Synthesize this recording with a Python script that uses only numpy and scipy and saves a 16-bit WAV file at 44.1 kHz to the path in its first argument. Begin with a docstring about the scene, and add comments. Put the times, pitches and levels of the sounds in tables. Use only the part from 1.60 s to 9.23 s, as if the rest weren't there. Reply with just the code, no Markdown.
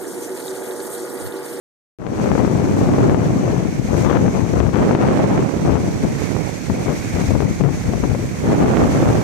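"""Gusts on an icy lake shore

Wind buffets a camera's two microphone ports, each with its own rumble. Strong gusts tear into
short, brighter eddies, and some slap a port with a crack. Farther off, waves break, fizz and
gurgle over lumps of ice; gain control ducks them under the hardest gusts."""
import sys
import numpy as np
from scipy import signal
from scipy.fft import rfft, irfft
from scipy.io import wavfile
from scipy.ndimage import uniform_filter1d, minimum_filter1d

SR = 44100
rng = np.random.default_rng(int(sys.argv[2]) if len(sys.argv) > 2 else 0)


def output_pcm(signal):
    """Save a mono or channel-first signal as 16-bit PCM at the path in sys.argv[1].

    Samples are clipped to [-1, 1] before scaling.
    """
    pcm = np.clip(np.atleast_2d(signal).T, -1, 1) * 32767
    wavfile.write(sys.argv[1], SR, np.round(pcm).astype(np.int16))


N = 336483
TIME = np.arange(N) / SR
HZ = np.fft.rfftfreq(N, 1 / SR)

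# Steady breeze on the left port: time_s, rumble_db
LEFT_BREEZE = [(0.4, -18), (1.7, -19.5), (2.15, -23.5), (2.6, -20.5), (3.6, -20.5), (3.92, -31),
               (4.5, -26.5), (4.75, -35.5), (5.05, -32.5), (5.4, -30.5), (6.75, -28), (7.6, -36)]
# Gusts that catch the left port: start_s, length_s, rumble_db, eddies_over_rumble_db
LEFT_GUSTS = [(0.386, 0.074, -21, 4.5), (0.636, 0.05, -20, -2), (0.77, 0.089, -14, -6.5),
              (0.94, 0.067, -14, -11), (1.16, 0.19, -20, -4.5), (1.376, 0.16, -15.5, -3.5),
              (1.555, 0.11, -21, 0.5), (1.753, 0.32, -17.5, -3.5), (2.176, 0.033, -12.5, -14),
              (2.276, 0.17, -15, -3.5), (2.435, 0.054, -14, 0), (2.49, 0.1, -20.5, 8),
              (2.611, 0.077, -11.5, -7.5), (2.727, 0.087, -19, 0.5), (2.931, 0.16, -10.5, -5.5),
              (3.122, 0.1, -14.5, 0.5), (3.276, 0.26, -23.5, 7.5), (3.578, 0.085, -23, 5.5),
              (3.679, 0.15, -17.5, 0.5), (3.94, 0.11, -22, -2.5), (4.041, 0.15, -17, 1.5),
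              (4.214, 0.11, -20, -3.5), (4.417, 0.068, -16, -5), (5.087, 0.022, -13, -11),
              (5.132, 0.097, -27, 4), (5.248, 0.09, -19.5, 1.5), (5.45, 0.025, -27, -4),
              (5.528, 0.11, -16, -4), (5.679, 0.11, -11.5, -9), (5.794, 0.11, -16.5, -6),
              (5.995, 0.018, -13, -4.5), (6.028, 0.062, -14.5, -3), (6.11, 0.038, -23.5, 2),
              (6.235, 0.16, -19.5, -4), (6.421, 0.037, -14, -4), (6.488, 0.059, -15, -19),
              (6.574, 0.084, -21.5, -5), (6.824, 0.15, -17.5, -1), (6.977, 0.15, -16.5, 1),
              (7.181, 0.08, -12, -3.5), (7.302, 0.1, -21, 3.5), (7.413, 0.13, -16.5, -0.5),
              (7.543, 0.04, -17, 1.5)]
# Smoother flow on the right port: time_s, rumble_db, eddies_over_rumble_db
RIGHT_FLOW = [(0.4, -17, -8), (0.67, -22.5, 0), (0.78, -20, -9), (0.95, -21, -4), (1.3, -14.5, -6.5),
              (1.49, -13, -5), (1.56, -18.5, -4), (1.72, -17, -5), (1.9, -22, -6), (2.2, -25.5, -8),
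              (2.48, -21, -6), (2.63, -14, -5), (2.83, -27.5, -5), (2.95, -21, -3), (3.13, -21.5, -13),
              (3.23, -16, 2.5), (3.34, -19, -1), (3.5, -21.5, 6), (3.9, -19, 0), (4.1, -21.5, 0.5),
              (4.3, -22, -2), (4.53, -21.5, -3), (4.62, -21.5, -0.5), (4.68, -19.5, -3), (4.77, -20.5, -1),
              (4.86, -20.5, -1), (5.02, -24.5, -7), (5.1, -25, -2), (5.19, -22.5, 0), (5.3, -24, -1.5),
              (5.5, -24.5, -3.5), (6.1, -25, -5), (6.36, -25, -2.5), (6.52, -29.5, 2.5), (6.78, -23, -6.5),
              (6.9, -18.5, 2.5), (7.08, -17, 1), (7.19, -14.5, 3), (7.28, -16.5, -1), (7.43, -17, 1.5),
              (7.6, -18, 0.5)]
# Tone of the wind right on the microphone: frequency_hz, gain_db
RUMBLE_SPECTRUM = [(15, -38), (30, -32), (55, -8.5), (120, -0.5), (200, -4), (300, -10.5), (450, -22),
                   (900, -35.5), (2000, -77)]
EDDY_SPECTRUM = [(40, -42), (130, 0), (280, 3), (450, -1), (700, -6.5), (1100, -14), (1600, -22.5),
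                 (2400, -31), (3300, -37.5), (6000, -58), (14000, -86)]
# The size of the largest whirls lifts or thins the deepest rumble: time_s, gain_db
RUMBLE_DEPTH = [(.4, -4), (1, -3), (1.4, -8), (2.2, 0), (2.7, -3), (3.1, 2), (3.7, -6), (4.1, 0.5),
                (4.7, -3), (5.1, -4.5), (5.55, 6.5), (5.9, 1.5), (6.45, 5), (6.9, -2.5), (7.35, 0)]
# Level of the surf as heard behind the wind: it swells, and the level dips briefly at times: time_s, fizz_db,
# body_over_fizz_db
SURF_LEVEL = [(.6, -43, 2), (1.4, -44, 3), (2.05, -45.5, 6), (2.4, -42.5, 2), (2.85, -44, 3), (3.08, -41, 0.5),
              (3.35, -44, 5.5), (3.6, -44.5, 6.5), (3.95, -43, 2), (4.4, -42, 2.5), (4.62, -41.5, 3),
              (4.88, -41.5, 3), (5.15, -43, 3), (5.38, -40, 1.5), (5.52, -40.5, 4.5), (5.68, -39, 3),
              (5.82, -43.5, 4), (6.05, -44.5, 5), (6.2, -42.5, 3.5), (6.42, -44.3, 4.5), (6.6, -44, 4),
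              (7.1, -42.5, 6), (7.6, -41, 4.5)]
# Bursts of hiss: waves bursting on the ice, and at 3.515 s wind hissing at the right port: start_s, fizz_db,
# left_minus_right_db
HISS_BURSTS = [(1.145, -45.5, 0), (2.345, -40.5, -1), (3.515, -47.5, -13), (4.57, -42, -3), (7.275, -44, 3)]
# Tone of the wash as it reaches each port: frequency_hz, gain_db
LEFT_WASH_SPECTRUM = [(700, 0), (1200, -6), (1700, -6), (2300, -4.5), (2900, -10), (3900, -8.5),
                      (4500, -5.5), (5050, -7.5), (5700, -1), (6400, 0), (7200, -6), (8200, -8.5),
                      (10000, -16), (12000, -17.5), (15000, -22)]
RIGHT_WASH_SPECTRUM = [(150, 6.5), (700, -2.5), (1200, -5), (1700, -4), (2300, -1), (2800, -10.5),
                       (3500, -13), (4450, -11), (5100, -13), (6300, -11.5), (7800, -11), (10000, -19),
                       (12000, -19.5), (15000, -24.5)]
# Foam running close to the microphone has more top treble: time_s, gain_db
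FOAM_AIR = [(.6, -2), (2.4, -0.5), (3.3, -4), (4.2, -2.5), (5.4, 0), (6.6, 1), (7.6, 0.5)]
# Eddies striking a port; a short flip cracks, a long one thuds:
# time_s, level_db, left_minus_right_db, flip_s
SLAPS = [(.467, 0.5, 22, 0.000083), (.717, 3, 27, 0.00016), (0.753, -1.5, 20, 0.00016),
         (.779, -4.5, 20, 0.00018), (.802, -4, 20, 0.0002), (.849, 0.5, 25, 0.0002),
         (.878, -2.5, 18, 0.00018), (0.957, -8, 12, 0.00022), (1.214, 0.5, 22, 0.00037),
         (1.29, 3, 16, 0.00033), (1.338, -4.5, 19, 0.00016), (1.383, 3, 19, 0.00044),
         (1.497, -2, 26, 0.00011), (1.546, 4.5, 25, 0.0002), (1.879, -2.5, 20, 0.00027),
         (2.343, -4, 22, 0.00017), (2.449, -5, 22, .00011), (2.465, 0, 27, 0.00013),
         (2.499, 0.5, 23, 0.00014), (2.514, -2, 10, 0.0002), (2.528, 0, 20, 0.00018),
         (2.551, -13, 20, 0.00012), (2.57, 0, 16, 0.0001), (2.654, 0, 18, .0003),
         (2.681, -3.5, 18, 0.00014), (3.003, -2, 24, 0.000083), (3.067, -4, 24, 0.00014),
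         (3.147, 0.5, 25, 0.00017), (3.158, -3.5, 22, 0.000087), (3.293, -6, -18, 0.00013),
         (3.311, 1, 26, 0.00016), (3.351, 2.5, 13, 0.00012), (3.425, -5, 18, 0.0001),
         (3.486, -4, -15, 0.00011), (3.574, -7, -21, 0.000099), (3.778, -2, -24, 0.00013),
         (3.792, -4.5, 12, 0.00024), (4.156, -2, 15, .00018), (4.446, -3, 16, .0004),
         (4.62, -8, -20, 0.00023), (4.766, -4, -24, 0.00021), (5.1, -4.5, 26, 0.00019),
         (5.294, -6, 8, 0.00023), (5.596, -9, 23, 0.00027), (5.707, 1, 20, 0.00042),
         (5.751, 0, 21, 0.00038), (5.805, -5, 24, 0.00011), (5.822, -1, 20, 0.00034),
         (6.01, -0.5, 20, 0.00028), (6.038, -6.5, 18, 0.00011), (6.056, -1, 20, 0.00045),
         (6.089, -2, 20, 0.00026), (6.336, -5.5, 16, .0002), (6.438, -2, 16, 0.00018),
         (6.512, -4, 17, 0.00058), (6.549, -5, 16, 0.00021), (6.92, -5, 17, 0.00013),
         (7.171, -2, -7, 0.0001), (7.229, -2, 15, 0.00049), (7.427, 0.5, 5, 0.00035),
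         (7.502, -5, 11, .00018)]
# Tone of the rasp after a slap: frequency_hz, gain_db
RASP_SPECTRUM = [(40, -7), (150, 16.5), (500, 16.5), (1000, 3), (1600, -5.5), (2400, -12), (3500, -23),
                 (7000, -23), (14000, -62)]
# Thumps, hollow flutters and rushing notes on the left port: start_s, length_s, pitch_hz, level_db
VORTICES = [(1.41, 0.11, 395, -13.5), (2.43, 0.28, 169, -12.5), (2.444, 0.11, 1050, -21.5),
            (2.824, 0.024, 142, -9.5), (2.945, .15, 75.4, -14.5), (4.038, .16, 81, -13.5),
            (5.992, 0.14, 139, -11.5), (6.965, .13, 344, -19.5)]
# Spray raining back on the ice: start_s, length_s, level_db
SHOWERS = [(1.55, 0.63, -46.5), (2.1, 0.94, -42.5), (2.29, 0.17, -44), (5.786, 0.28, -44), (6.1, 0.13, -42),
           (6.3, .22, -43)]
# Sizzle of that spray: frequency_hz, gain_db
SIZZLE_SPECTRUM = [(1500, -25), (2400, -21), (3200, -27), (5200, -9), (6200, 10), (6800, 3), (8000, -22),
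                   (14000, -35)]
# Broken waves running up over the lumps of ice: time_s, level_db, gurgle_hz
SURGE = [(2.6, -62, 2300), (2.83, -44, 2360), (3.1, -60, 2350), (4.1, -56, 2200), (4.62, -45, 2220),
         (5.0, -48, 2220), (5.35, -42.5, 2300), (5.65, -41, 2200), (5.95, -43, 2150), (6.5, -49, 2260),
         (7.0, -56, 2280)]


def from_db(db):
    return 10 ** (np.asarray(db) / 20)


def unit(x):
    """Scales to rms 1."""
    return x / np.sqrt(np.mean(x ** 2) + 1e-20)


def follow(rows):
    """The columns of a timed table at every sample."""
    times, *columns = np.transpose(rows)
    return [np.interp(TIME, times, column) for column in columns]


def colour(x, spectrum):
    """Filters by a spectrum, keeping the power of white noise."""
    hz, db = np.transpose(spectrum)
    gain = from_db(np.interp(np.log(HZ + 1), np.log(hz), db))
    return irfft(rfft(x) * unit(gain), N)


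def low_pass(x, hz):
    """Keeps what lies under hz, without delay."""
    return irfft(rfft(x) / (1 + (HZ / hz) ** 4), N)


def resonate(x, hz, width_hz):
    """Two resonances in series, each width_hz wide, that follow hz."""
    turn = np.exp(2j * np.pi * np.cumsum(hz * np.ones(N)) / SR)
    r = np.exp(-np.pi * width_hz / SR)
    return unit((turn * signal.lfilter([(1 - r) ** 2], [1, -2 * r, r * r], x / turn)).real)


def drift(slow_hz, fast_hz):
    """Random wandering between two rates, rms 1, without extreme swings."""
    band = HZ / (HZ + slow_hz) / (1 + (HZ / fast_hz) ** 2)
    wander = unit(irfft(rfft(rng.standard_normal(N)) * band, N))
    return unit(np.tanh(wander / 2))


def arch(start_s, length_s):
    """Swells and dies in half a sine."""
    return np.sin(np.pi * np.clip((TIME - start_s) / length_s, 0, 1))


def gusts(attack_s=0.011, release_s=0.04, arch_db=2.5):
    """Gusts jump out of the breeze on the left port and drop away: rumble_db, eddies_over_rumble_db."""
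    breeze_db, = follow(LEFT_BREEZE)
    rumble_power = from_db(breeze_db) ** 2
    # eddies grow faster than the rumble, both in the breeze and within a gust
    eddy_power = from_db(-21.5 + 2.15 * (breeze_db + 20)) ** 2
    for start, length, db, eddy_db in LEFT_GUSTS:
        during = (TIME > start) & (TIME < start + length + 10 * release_s)
        t = TIME[during] - start
        swell = from_db(-arch_db * np.minimum(2 * t / length - 1, 1) ** 2)  # strongest at its middle
        gust = swell * np.minimum(t / attack_s, 1) * np.exp(-np.maximum(t - length, 0) / release_s)
        rumble_power[during] += (from_db(db) * gust) ** 2
        eddy_power[during] += (from_db(db + eddy_db) * gust ** 1.21) ** 2
    return 10 * np.log10(rumble_power), 10 * np.log10(eddy_power / rumble_power)


def wind(flow, rumble_db, eddy_db, throb_db, tear_db, shred):
    """Air pressure right on one port: a lumpy rumble, and eddies that come in quick bursts."""
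    level_db, bright_db = flow
    turbulence = drift(slow_hz=38, fast_hz=52.7)
    rumble = colour(rng.standard_normal(N), RUMBLE_SPECTRUM) * unit(from_db(throb_db * turbulence))
    rumble += (from_db(follow(RUMBLE_DEPTH)[0]) - 1) * low_pass(rumble, hz=96.5)
    # small eddies are more intermittent than large ones, so their level swings further
    bursts = unit(from_db(tear_db * turbulence + 1.85 * drift(slow_hz=39.8, fast_hz=328)))
    eddies = colour(rng.standard_normal(N) * bursts, EDDY_SPECTRUM)
    # the faster the air, the more of it shreds into fine crackle
    coarse = low_pass(eddies, hz=780)
    crackle = unit(from_db(4.3 * drift(slow_hz=80, fast_hz=394)))
    fine = (eddies - coarse) * crackle * from_db(shred * (level_db + bright_db + 18.5))
    eddies = from_db(eddy_db + bright_db) * (coarse + fine)
    return from_db(level_db) * (from_db(rumble_db) * rumble + eddies)


def surf(side, rise_s=0.031, fall_s=0.16):
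    """The surf's level and its bursts of hiss, left (side 1) or right (-1): fizz_db, body_over_fizz_db."""
    swell_db, body_db = follow(SURF_LEVEL)
    power = from_db(swell_db) ** 2
    for start, db, pan_db in HISS_BURSTS:
        t = TIME - start
        burst = np.clip(t / rise_s, 0, 1) * np.exp(-np.maximum(t - rise_s, 0) / fall_s)
        power += (from_db(db + side * pan_db / 2) * burst) ** 2
    return 10 * np.log10(power), body_db


def droplets(per_s, spread_db, decay_cycles):
    """Spray falling on ice and water: short pings of many pitches and sizes."""
    t, out = np.arange(512) / SR, np.zeros(N)
    pitches = np.geomspace(1400, 12000, num=20)
    for hz in pitches:
        hits = np.flatnonzero(rng.random(N) < per_s / len(pitches) / SR)
        sizes = from_db(spread_db * np.minimum(rng.exponential(1, N)[hits], 3))
        ping = unit(np.sin(2 * np.pi * hz * t) * t * np.exp(-t * hz / decay_cycles)) * np.sqrt(hz)
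        at = hits[:, None] + np.arange(len(t))
        out += np.bincount(at.ravel(), np.outer(sizes, ping).ravel(), N)[:N]
    return unit(out)


def wash(swell, spectrum, churn_db, gain_db, spray_db, body_hz):
    """Waves behind the wind at one port: hissing foam and droplets over the breakers' duller body."""
    fizz_db, body_db = swell
    foam = rng.standard_normal(N)
    spray = from_db(spray_db) * droplets(per_s=1400, spread_db=-5, decay_cycles=2.5)
    water = colour(unit(foam + spray), spectrum)
    body = low_pass(water, body_hz)
    air = water - low_pass(water, hz=8500)
    fizz = water - body - air
    waves = from_db(body_db) * body + fizz + from_db(follow(FOAM_AIR)[0]) * air
    return from_db(gain_db + fizz_db + churn_db) * waves


def slaps(push_s, rasp_db, rasp_s):
    """Single eddies hit a port: pressure builds, flips to suction with a crack, then rasps briefly."""
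    t = np.arange(-512, 2048) / SR
    pushes, rasps = np.zeros((2, N)), np.zeros((2, N))
    after = np.maximum(t, 0) / rasp_s
    for time_s, db, pan_db, flip_s in SLAPS:
        ports = from_db(db + np.minimum([pan_db, -pan_db], 0))
        at = np.round(t * SR).astype(int) + round(time_s * SR)
        pushes[:, at] -= np.outer(ports, np.tanh(t / flip_s) * np.exp(-abs(t) / push_s))
        rasps[:, at] += np.outer(ports, after * np.exp(1 - after))
    return pushes + from_db(rasp_db) * rasps * colour(rng.standard_normal(N), RASP_SPECTRUM)


def vortices():
    """Air sheds whirls at the port at a nearly even rate: a narrow, wavering band of pressure."""
    out = np.zeros(N)
    for start, length, hz, db in VORTICES:
        whirls = resonate(rng.standard_normal(N), hz, width_hz=0.46 * hz)
        out += from_db(db) * arch(start, length) * unit(np.tanh(whirls))
    return out


def showers(spray_db, right_db):
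    """Water thrown up by a wave patters down on the ice, mostly left of the microphone."""
    power = sum((from_db(db) * arch(start, length)) ** 2 for start, length, db in SHOWERS)
    ports = []
    for port_db in (0, right_db):
        hiss = rng.standard_normal(N)
        spray = from_db(spray_db) * droplets(per_s=1100, spread_db=-2.5, decay_cycles=2.6)
        ports.append(from_db(port_db) * unit(colour(hiss + spray, SIZZLE_SPECTRUM)))
    return np.sqrt(power) * np.array(ports)


def surge(bubbles_db, width_hz, left_db, slosh_db):
    """Water gurgles between the lumps of ice ahead: one sound in both ports, softer on the left."""
    level_db, gurgle_hz = follow(SURGE)
    rush = rng.standard_normal(N)
    bubbles = from_db(bubbles_db) * droplets(per_s=900, spread_db=2.5, decay_cycles=5)
    slosh = unit(from_db(slosh_db * drift(slow_hz=6, fast_hz=25)))
    gurgle = resonate(rush + bubbles, gurgle_hz, width_hz)
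    return from_db([[left_db], [0]]) * from_db(level_db) * slosh * gurgle


def scene():
    """From the shore: wind and slaps right on the ports, the waves and their spray beyond."""
    churn_db = 0.78 * drift(slow_hz=2.2, fast_hz=24.8)  # the foam surges alike at both ports
    left = wind(gusts(), rumble_db=1, eddy_db=1.18, throb_db=4, tear_db=1.77, shred=0.87) + vortices()
    right = wind(follow(RIGHT_FLOW), rumble_db=0.5, eddy_db=0, throb_db=1.5, tear_db=2, shred=0.51)
    left += wash(surf(1), LEFT_WASH_SPECTRUM, churn_db, gain_db=5.5, spray_db=-13.5, body_hz=3000)
    right += wash(surf(-1), RIGHT_WASH_SPECTRUM, churn_db, gain_db=7.5, spray_db=-8.5, body_hz=2980)
    cracks = slaps(push_s=0.0011, rasp_db=-14, rasp_s=0.0034)
    patter = showers(spray_db=-8, right_db=-11)
    gurgle = surge(bubbles_db=1, width_hz=510, left_db=-9, slosh_db=1.5)
    return np.array([left, right]) + cracks + patter + gurgle


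def hold(over_db, recover_db_per_s):
    """Catches each overshoot and lets it fall back at a steady rate."""
    fall_db = TIME * recover_db_per_s
    return np.maximum.accumulate(np.maximum(over_db, 0) + fall_db) - fall_db


def gain_control(x, threshold_db, share, window_s, recover_db_per_s):
    """Turns both channels down by a share of the louder one's level over the threshold, then recovers."""
    power = uniform_filter1d(x ** 2, size=round(window_s * SR), axis=1).max(0)
    held_db = hold(10 * np.log10(abs(power) + 1e-12) - threshold_db, recover_db_per_s)
    return x / from_db(share * uniform_filter1d(held_db, size=441))


def limiter(x, ceiling_db, recover_db_per_s):
    """Peaks over the ceiling turn both channels down at once; the gain then creeps back."""
    held_db = hold(20 * np.log10(abs(x).max(0) + 1e-9) - ceiling_db, recover_db_per_s)
    widened_db = -minimum_filter1d(-held_db, size=61)
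    return x / from_db(uniform_filter1d(widened_db, size=61))


def record(dry):
    """The camera cuts the deepest rumble, fades in, holds down the peaks and cuts the top treble."""
    thinned = dry - low_pass(dry, hz=32)
    rounded = thinned / (1 + (thinned / 1.25) ** 4) ** .25  # the microphone rounds the hardest peaks
    faded = rounded * np.interp(TIME, [.387, .47, .64], [.07, .27, 1], left=0)
    ducked = gain_control(faded, threshold_db=-9, share=0.92, window_s=0.0073, recover_db_per_s=66)
    limited = limiter(ducked, ceiling_db=-.6, recover_db_per_s=70)
    treble_cut = signal.firwin(601, cutoff=15150, window=("kaiser", 9), fs=SR)
    return signal.oaconvolve(limited, treble_cut[None], "same")


dry = scene()
out = record(dry)
output_pcm(out)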